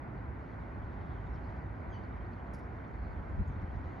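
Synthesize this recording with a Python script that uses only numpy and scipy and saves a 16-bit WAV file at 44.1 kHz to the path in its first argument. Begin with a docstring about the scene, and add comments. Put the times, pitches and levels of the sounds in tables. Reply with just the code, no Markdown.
"""A quiet town canal between stone banks. From the start, distant traffic lays down a dull roar,
an engine drones far off and shallow water trickles faintly; one puff of air touches the microphone.
From about 1 s, soft rustles and small ticks dot the bed. Near 1.9 s a small bird calls once, with a
short tail off the banks, and at 2.5 s something dry brushes close by.
From 2.9 s to the end a breeze buffets the microphone, each eddy a low push."""
import sys
import numpy as np
from scipy import signal
from scipy.fft import rfft, irfft
from scipy.io import wavfile
from scipy.ndimage import uniform_filter1d

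SR = 44100
rng = np.random.default_rng(int(sys.argv[2]) if len(sys.argv) > 2 else 0)


def transcribe(signal):
    """Save signal, clipped to [-1, 1], as a 16-bit WAV file at the path in sys.argv[1]."""
    frames = np.atleast_2d(signal).T
    limited = np.clip(frames, -1, 1)
    pcm = np.round(limited * 32767).astype(np.int16)
    wavfile.write(sys.argv[1], SR, pcm)


N = 176400
T = np.arange(N) / SR
HZ = np.fft.rfftfreq(N, 1 / SR)


def traffic():
    """Distant traffic: a wide, dull roar whose bass swells on its own."""
    colour = [(10, -45), (24, -28), (36, -7), (56, 2), (80, -1), (105, -2), (140, -8), (200, -10),
              (255, -11), (330, -13), (480, -19.5), (730, -17), (980, -18), (1200, -22.5), (1520, -22.5),
              (1680, -26.5), (1900, -25.5), (2300, -32.5), (2750, -45), (3500, -60.5), (5000, -79),
              (16000, -108)]  # spectrum of the roar: f/Hz, relative level/dB
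    likeness = [(35, 0.59), (75, 0.95), (140, 0.98), (255, 0.65), (380, .62), (620, 0.38), (950, 0.79),
                (1500, .55), (1700, 0.19), (2400, 0.52), (3000, 0.42), (4000, 1)]  # stereo image: f/Hz, left-right likeness
    balance = [(60, -1), (200, -2), (400, -2.5), (600, -0.5), (950, -0.5), (1200, -3.5), (1500, -8.5),
               (1680, 4), (1850, 10.5), (2100, -1), (2350, 0), (3000, -1)]  # left minus right: f/Hz, level/dB
    left_lead = [(340, -0.095), (550, 0.8), (800, 1.56), (1150, 1.5), (1420, 1.37), (1570, 0.083),
                 (1720, 1.4), (1880, .3), (2300, 0.14), (3500, 0.16)]  # the roar arrives from the left: f/Hz, phase lead/rad
    bass_ride = [(0, -3.5), (.6, -3), (1.2, 2), (2.2, -0.5), (2.5, -5), (2.9, -1.5), (4, -1.7)]  # fader below the crossover: t/s, gain/dB
    body_ride = [(0, 0), (1.2, 0.47), (2, 0.43), (2.7, 0), (3.4, -0.1), (4, 1)]  # fader above the crossover: t/s, gain/dB
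    roar_db, crossover_hz = -42, 112
    roar = noise(over_hz(colour), over_hz(likeness), over_hz(balance), over_hz(left_lead))
    bass = irfft(rfft(roar) / (1 + (HZ / crossover_hz) ** 4), N)
    body = (roar - bass) * amp(over_time(body_ride) + 0.35 * drift(6.4))
    return amp(roar_db) * (bass * amp(over_time(bass_ride)) + body)


def engines():
    """Far engine drone: wavering low tones that come and go in the traffic."""
    drones = [(0.0, 1.5, 58, 3.5, -50.5), (0.0, 1.5, 252, 2, -61.5), (0.0, 0.22, 129, 2, -52),
              (0.5, 0.32, 105, 1.5, -49.5), (0.9, 0.4, 157, 2, -54), (1.38, 0.75, 108, 2.5, -50.5),
              (1.85, 1.0, 56, 0.9, -48.5), (2.4, 0.24, 201, 3, -54.5)]  # engine tones: start/s, length/s, f/Hz, wander/Hz, level/dB
    fade_s = 0.084
    out = np.zeros(N)
    for start, length, hz, wander, db in drones:
        fade = np.clip(np.minimum(T - start, start + length - T) / fade_s, 0, 1)
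        cycles = np.cumsum(hz + wander * drift(5.6)) / SR
        out += amp(db) * fade * unit(np.sin(2 * np.pi * cycles))
    return out


def breeze():
    """Each eddy gives the microphone a short low push; the hardest ones thump higher up."""
    gusts = [(0.302, 0.023, -39), (2.935, 0.038, -44), (3.055, 0.039, -37.5), (3.191, 0.02, -36.5),
             (3.331, 0.037, -38.5), (3.404, 0.018, -28.5), (3.495, 0.022, -33.5), (3.573, 0.018, -39.5),
             (3.638, 0.009, -32), (3.758, 0.04, -40), (3.868, 0.0085, -35)]  # eddies: t/s, half length/s, level before the low cut/dB
    colour = [(10, -50.5), (25, -21), (42, 1), (75, 6), (110, -10.5), (200, -17), (400, -44.5),
              (1000, -58.5), (4000, -100)]  # spectrum of the rumble: f/Hz, relative level/dB
    likeness, low_cut_hz = 0.89, 29
    thump_hz, thump_octaves, thump_db = 174, 0.73, -13
    strength = np.sqrt(sum((amp(db) * swell(s, half)) ** 2 for s, half, db in gusts))
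    rumble = steadied(noise(over_hz(colour), likeness), size=1500)
    thump = noise(2 * bell_db(thump_hz, thump_octaves), likeness)
    push = strength * (rumble + amp(thump_db) * strength / strength.max() * thump)
    low_cut = 1 - 1 / (1 + (HZ / low_cut_hz) ** 4)
    return irfft(rfft(push) * low_cut, N)


def bird():
    """One thin call that dips in pitch, with a rasp around each harmonic and no fundamental."""
    contour = [(1.89, 1560, -100, -100, -92.5), (1.908, 1635, -95, -88, -85), (1.922, 1615, -75, -86, -86),
               (1.93, 1588, -66.5, -77, -77), (1.95, 1480, -68, -74.5, -79.5),
               (1.966, 1543, -67, -71.5, -87), (1.975, 1465, -68, -92, -90), (1.989, 1490, -77, -90, -96),
               (2.005, 1560, -86, -100, -100)]  # the call: t/s, pitch/Hz, level/dB of harmonics 2, 3 and 4
    pitch_jitter, flutter_db = 0.011, 0.5
    rasp_db, rasp_hz = -11, 420
    times, pitch, *levels = np.transpose(contour)
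    cycles = np.cumsum(np.interp(T, times, pitch) * (1 + pitch_jitter * drift(190))) / SR
    call = np.zeros(N)
    for harmonic, db in enumerate(levels, start=2):
        rasp = amp(rasp_db) * (drift(rasp_hz) + 1j * drift(rasp_hz))
        tone = (1 + rasp) * np.exp(2j * np.pi * harmonic * cycles)
        call += amp(np.interp(T, times, db)) * unit(tone.real)
    gate = (T > times[0]) * (T < times[-1])
    call = call * amp(flutter_db * drift(400)) * gate
    return banks(np.array([call, call]), wet_db=-7.5)


def brushes():
    """A dry snap and scrape close by, in three touches: bright at first, then duller."""
    touches = [(2.534, 0.004, 0.008, -64.5, 5), (2.541, .004, 0.018, -66.5, -2.5),
               (2.585, 0.004, .013, -76, 3)]  # contacts: t/s, rise/s, decay/s, level/dB, tilt/(dB per octave)
    colour = [(1500, -24), (3200, -5), (4200, -3), (5200, 6), (6300, -4), (7400, -5), (8200, 1),
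              (9100, -10), (9900, 3), (11000, -11), (13000, -13), (15600, -22)]  # spectrum of the scrape: f/Hz, relative level/dB
    likeness = [(7000, 1), (8200, -1.6), (9500, 0.51), (13000, 0.73), (15000, 0)]  # stereo image: f/Hz, left-right likeness
    grain_db = 1.5
    octaves = np.log2(np.maximum(HZ, colour[0][0]))
    out = np.zeros((2, N))
    for start, rise, decay, db, tilt in touches:
        scrape = steadied(noise(over_hz(colour) + tilt * octaves, over_hz(likeness)), size=130)
        out += amp(db) * burst(start, rise, decay) * scrape * amp(grain_db * drift(400))
    return banks(out, wet_db=-10)


def ticks():
    """Small high ticks and drips, each a burst of noise around its own pitch."""
    hits = [(1.258, 6800, .05, .008, -88), (1.298, 5500, 0.08, 0.01, -83), (1.336, 5370, .06, 0.018, -79),
            (1.44, 4280, 0.022, 0.008, -69.5), (1.562, 4750, .07, .008, -78),
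            (2.034, 4600, 0.13, 0.0067, -74), (2.047, 4300, .08, .007, -74), (2.205, 3120, .08, 0.011, -72),
            (2.331, 4350, 0.12, 0.0075, -72.5), (2.875, 6000, .1, 0.0089, -83),
            (3.29, 7000, 0.05, 0.028, -89), (3.475, 6770, 0.085, 0.016, -78),
            (3.475, 11600, .25, 0.0077, -85), (3.518, 6250, 0.076, .02, -86),
            (3.615, 5740, 0.18, 0.0058, -79.5), (3.855, 5400, .2, 0.0092, -85)]  # ticks and drips: t/s, f/Hz, width/octaves, decay/s, level/dB
    rise_s = 0.002
    out = sum(amp(db) * burst(s, rise_s, decay) * band(hz, width) for s, hz, width, decay, db in hits)
    return banks(out, wet_db=-13)


def water():
    """Shallow water: a fine wash with many tiny ringing bubbles; each band gurgles on its own."""
    colour = [(1200, -17), (2500, -2.5), (3000, 3.5), (3600, -1.5), (4300, -2), (5200, -10), (6300, -12),
              (7300, -14.5), (8100, -42), (16000, -48)]  # spectrum of the trickle: f/Hz, relative level/dB
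    ride = [(0, -81), (.3, -81.5), (.5, -77.5), (.66, -79.5), (1.05, -79), (1.5, -77.5), (1.68, -80),
            (2.05, -78), (2.45, -79), (2.75, -79), (3.08, -79), (3.35, -79), (3.7, -77), (4, -75)]  # fader of the trickle: t/s, level/dB
    bubbles_per_s, pitches, spread_db, bubbles_db = 900, 20, 4.5, -3
    gurgle_db, gurgle_hz = 1.6, 22
    bubbles = np.zeros(N)
    for hz in np.geomspace(2800, 7000, pitches):
        onsets = rng.random(N) < bubbles_per_s / pitches / SR
        gains = amp(spread_db * np.minimum(rng.exponential(1, N), 4))
        cycles = hz * T[:600]
        ping = cycles * np.exp(-cycles / 5) * np.sin(2 * np.pi * cycles)
        bubbles += signal.oaconvolve(onsets * gains, ping)[:N]
    bubbles = unit(irfft(rfft(bubbles) * amp(over_hz(colour)), N))
    wash_spectrum = rfft(noise(over_hz(colour), 1.0) + amp(bubbles_db) * bubbles)
    centres = np.geomspace(2500, 8000, 10)
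    gurgle = np.zeros((2, N))
    for share in np.eye(len(centres)):  # overlapping triangular bands
        wash_band = irfft(wash_spectrum * np.interp(HZ, centres, share), N)
        gurgle += wash_band * amp(gurgle_db * drift(gurgle_hz))
    return amp(over_time(ride)) * unit(gurgle)


def rustles():
    """Soft high noise that swells, flickers and fades."""
    swells = [(0.97, .06, 3700, 0.18, -80), (1.128, 0.074, 3450, 0.18, -78),
              (1.354, 0.035, 5150, 0.14, -88), (1.5, 0.047, 4700, 0.14, -86),
              (2.62, .035, 5400, 0.15, -86.5), (3.078, 0.082, 4300, 0.1, -84)]  # rustles: t/s, half length/s, f/Hz, width/octaves, level/dB
    flicker_db = 2
    out = sum(amp(db) * swell(s, half) * band(hz, width) for s, half, hz, width, db in swells)
    return out * amp(flicker_db * drift(60))


def hiss():
    """A faint, steady hiss under everything."""
    colour = [(2000, 0), (5500, 1.5), (7200, -11.5), (10000, 0), (12000, -2), (13500, -14.5),
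              (16000, -21.5)]  # spectrum of the hiss: f/Hz, relative level/dB
    likeness = [(5000, 1), (7000, 0.14), (9000, 0.045), (12000, 0.83)]  # stereo image: f/Hz, left-right likeness
    return amp(-89.5) * noise(over_hz(colour), over_hz(likeness))


def banks(x, wet_db):
    """Adds scattered, slightly dull reflections from the stone banks."""
    t60_s, build_s, dull_hz = 0.35, 0.0052, 9000
    t = T[:SR // 2]
    envelope = amp(-60 * t / t60_s) * np.minimum(t / build_s, 1)
    mid, side = rng.standard_normal((2, len(t))) * envelope
    tail = np.array([mid + .3 * side, mid - .3 * side])
    echoes = signal.fftconvolve(x, tail / np.linalg.norm(tail[0]), axes=1)[:, :N]
    return x + amp(wet_db) * irfft(rfft(echoes) / np.sqrt(1 + (HZ / dull_hz) ** 4), N)


def amp(db):
    """Decibels to gain."""
    return 10 ** (np.asarray(db) / 20)


def unit(x):
    """Scales to rms 1."""
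    return x / np.sqrt(np.mean(x ** 2) + 1e-30)


def over_hz(points):
    """Reads a table along log frequency."""
    f, value = np.transpose(points)
    return np.interp(np.log(HZ + 1), np.log(f + 1), value)


def over_time(points):
    """Reads a table along time."""
    return np.interp(T, *np.transpose(points))


def noise(spectrum_db, likeness, pan_db=0, lead=0):
    """Stereo noise of rms 1 with given colour, channel likeness, balance and phase lead of the left."""
    mid, side = rfft(rng.standard_normal((2, N)))
    likeness = np.clip(likeness, -1, 1)  # 1 is mono, -1 is opposite polarity
    mid, side = mid * np.sqrt(1 + likeness), side * np.sqrt(1 - likeness)
    lean = amp(pan_db)
    pair = np.array([(mid + side) * lean * np.exp(1j * lead), mid - side]) / np.sqrt(1 + lean ** 2)
    return unit(irfft(pair * amp(spectrum_db), N))


def bell_db(hz, octaves):
    """A band-pass curve in dB, 6 dB down at the given octaves either side of hz."""
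    return -20 * np.log10(1 + (np.log2((HZ + 1) / hz) / octaves) ** 2)


def band(hz, octaves):
    """Even, centred noise around one pitch."""
    return steadied(noise(bell_db(hz, octaves), 1.0), size=400)


def steadied(x, size):
    """Evens out the chance swells of a stereo noise over size samples."""
    return x / np.sqrt(uniform_filter1d((x ** 2).mean(0), size=size) + 1e-6)


def drift(rate_hz):
    """Smooth random motion of rms 1, rolling off above rate_hz."""
    return unit(irfft(rfft(rng.standard_normal(N)) * (HZ > 0) * np.exp(-(HZ / rate_hz) ** 2), N))


def burst(start, rise, decay):
    """A quick rise and an exponential fall."""
    age = T - start
    return np.clip(age / rise, 0, 1) * np.exp(-np.maximum(age - rise, 0) / decay)


def swell(peak_s, half_s):
    """A Gaussian fade in and out."""
    return np.exp(-.5 * ((T - peak_s) / half_s) ** 2)


def scene():
    """Everything heard from above the canal."""
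    return traffic() + engines() + breeze() + water() + bird() + brushes() + ticks() + rustles() + hiss()


def record(dry):
    """A steep low-pass takes the very top off the mix."""
    low_pass = signal.firwin(511, cutoff=15700, window=("kaiser", 9), fs=SR)
    return signal.oaconvolve(dry, low_pass[None], "same")


dry = scene()
out = record(dry)
transcribe(out)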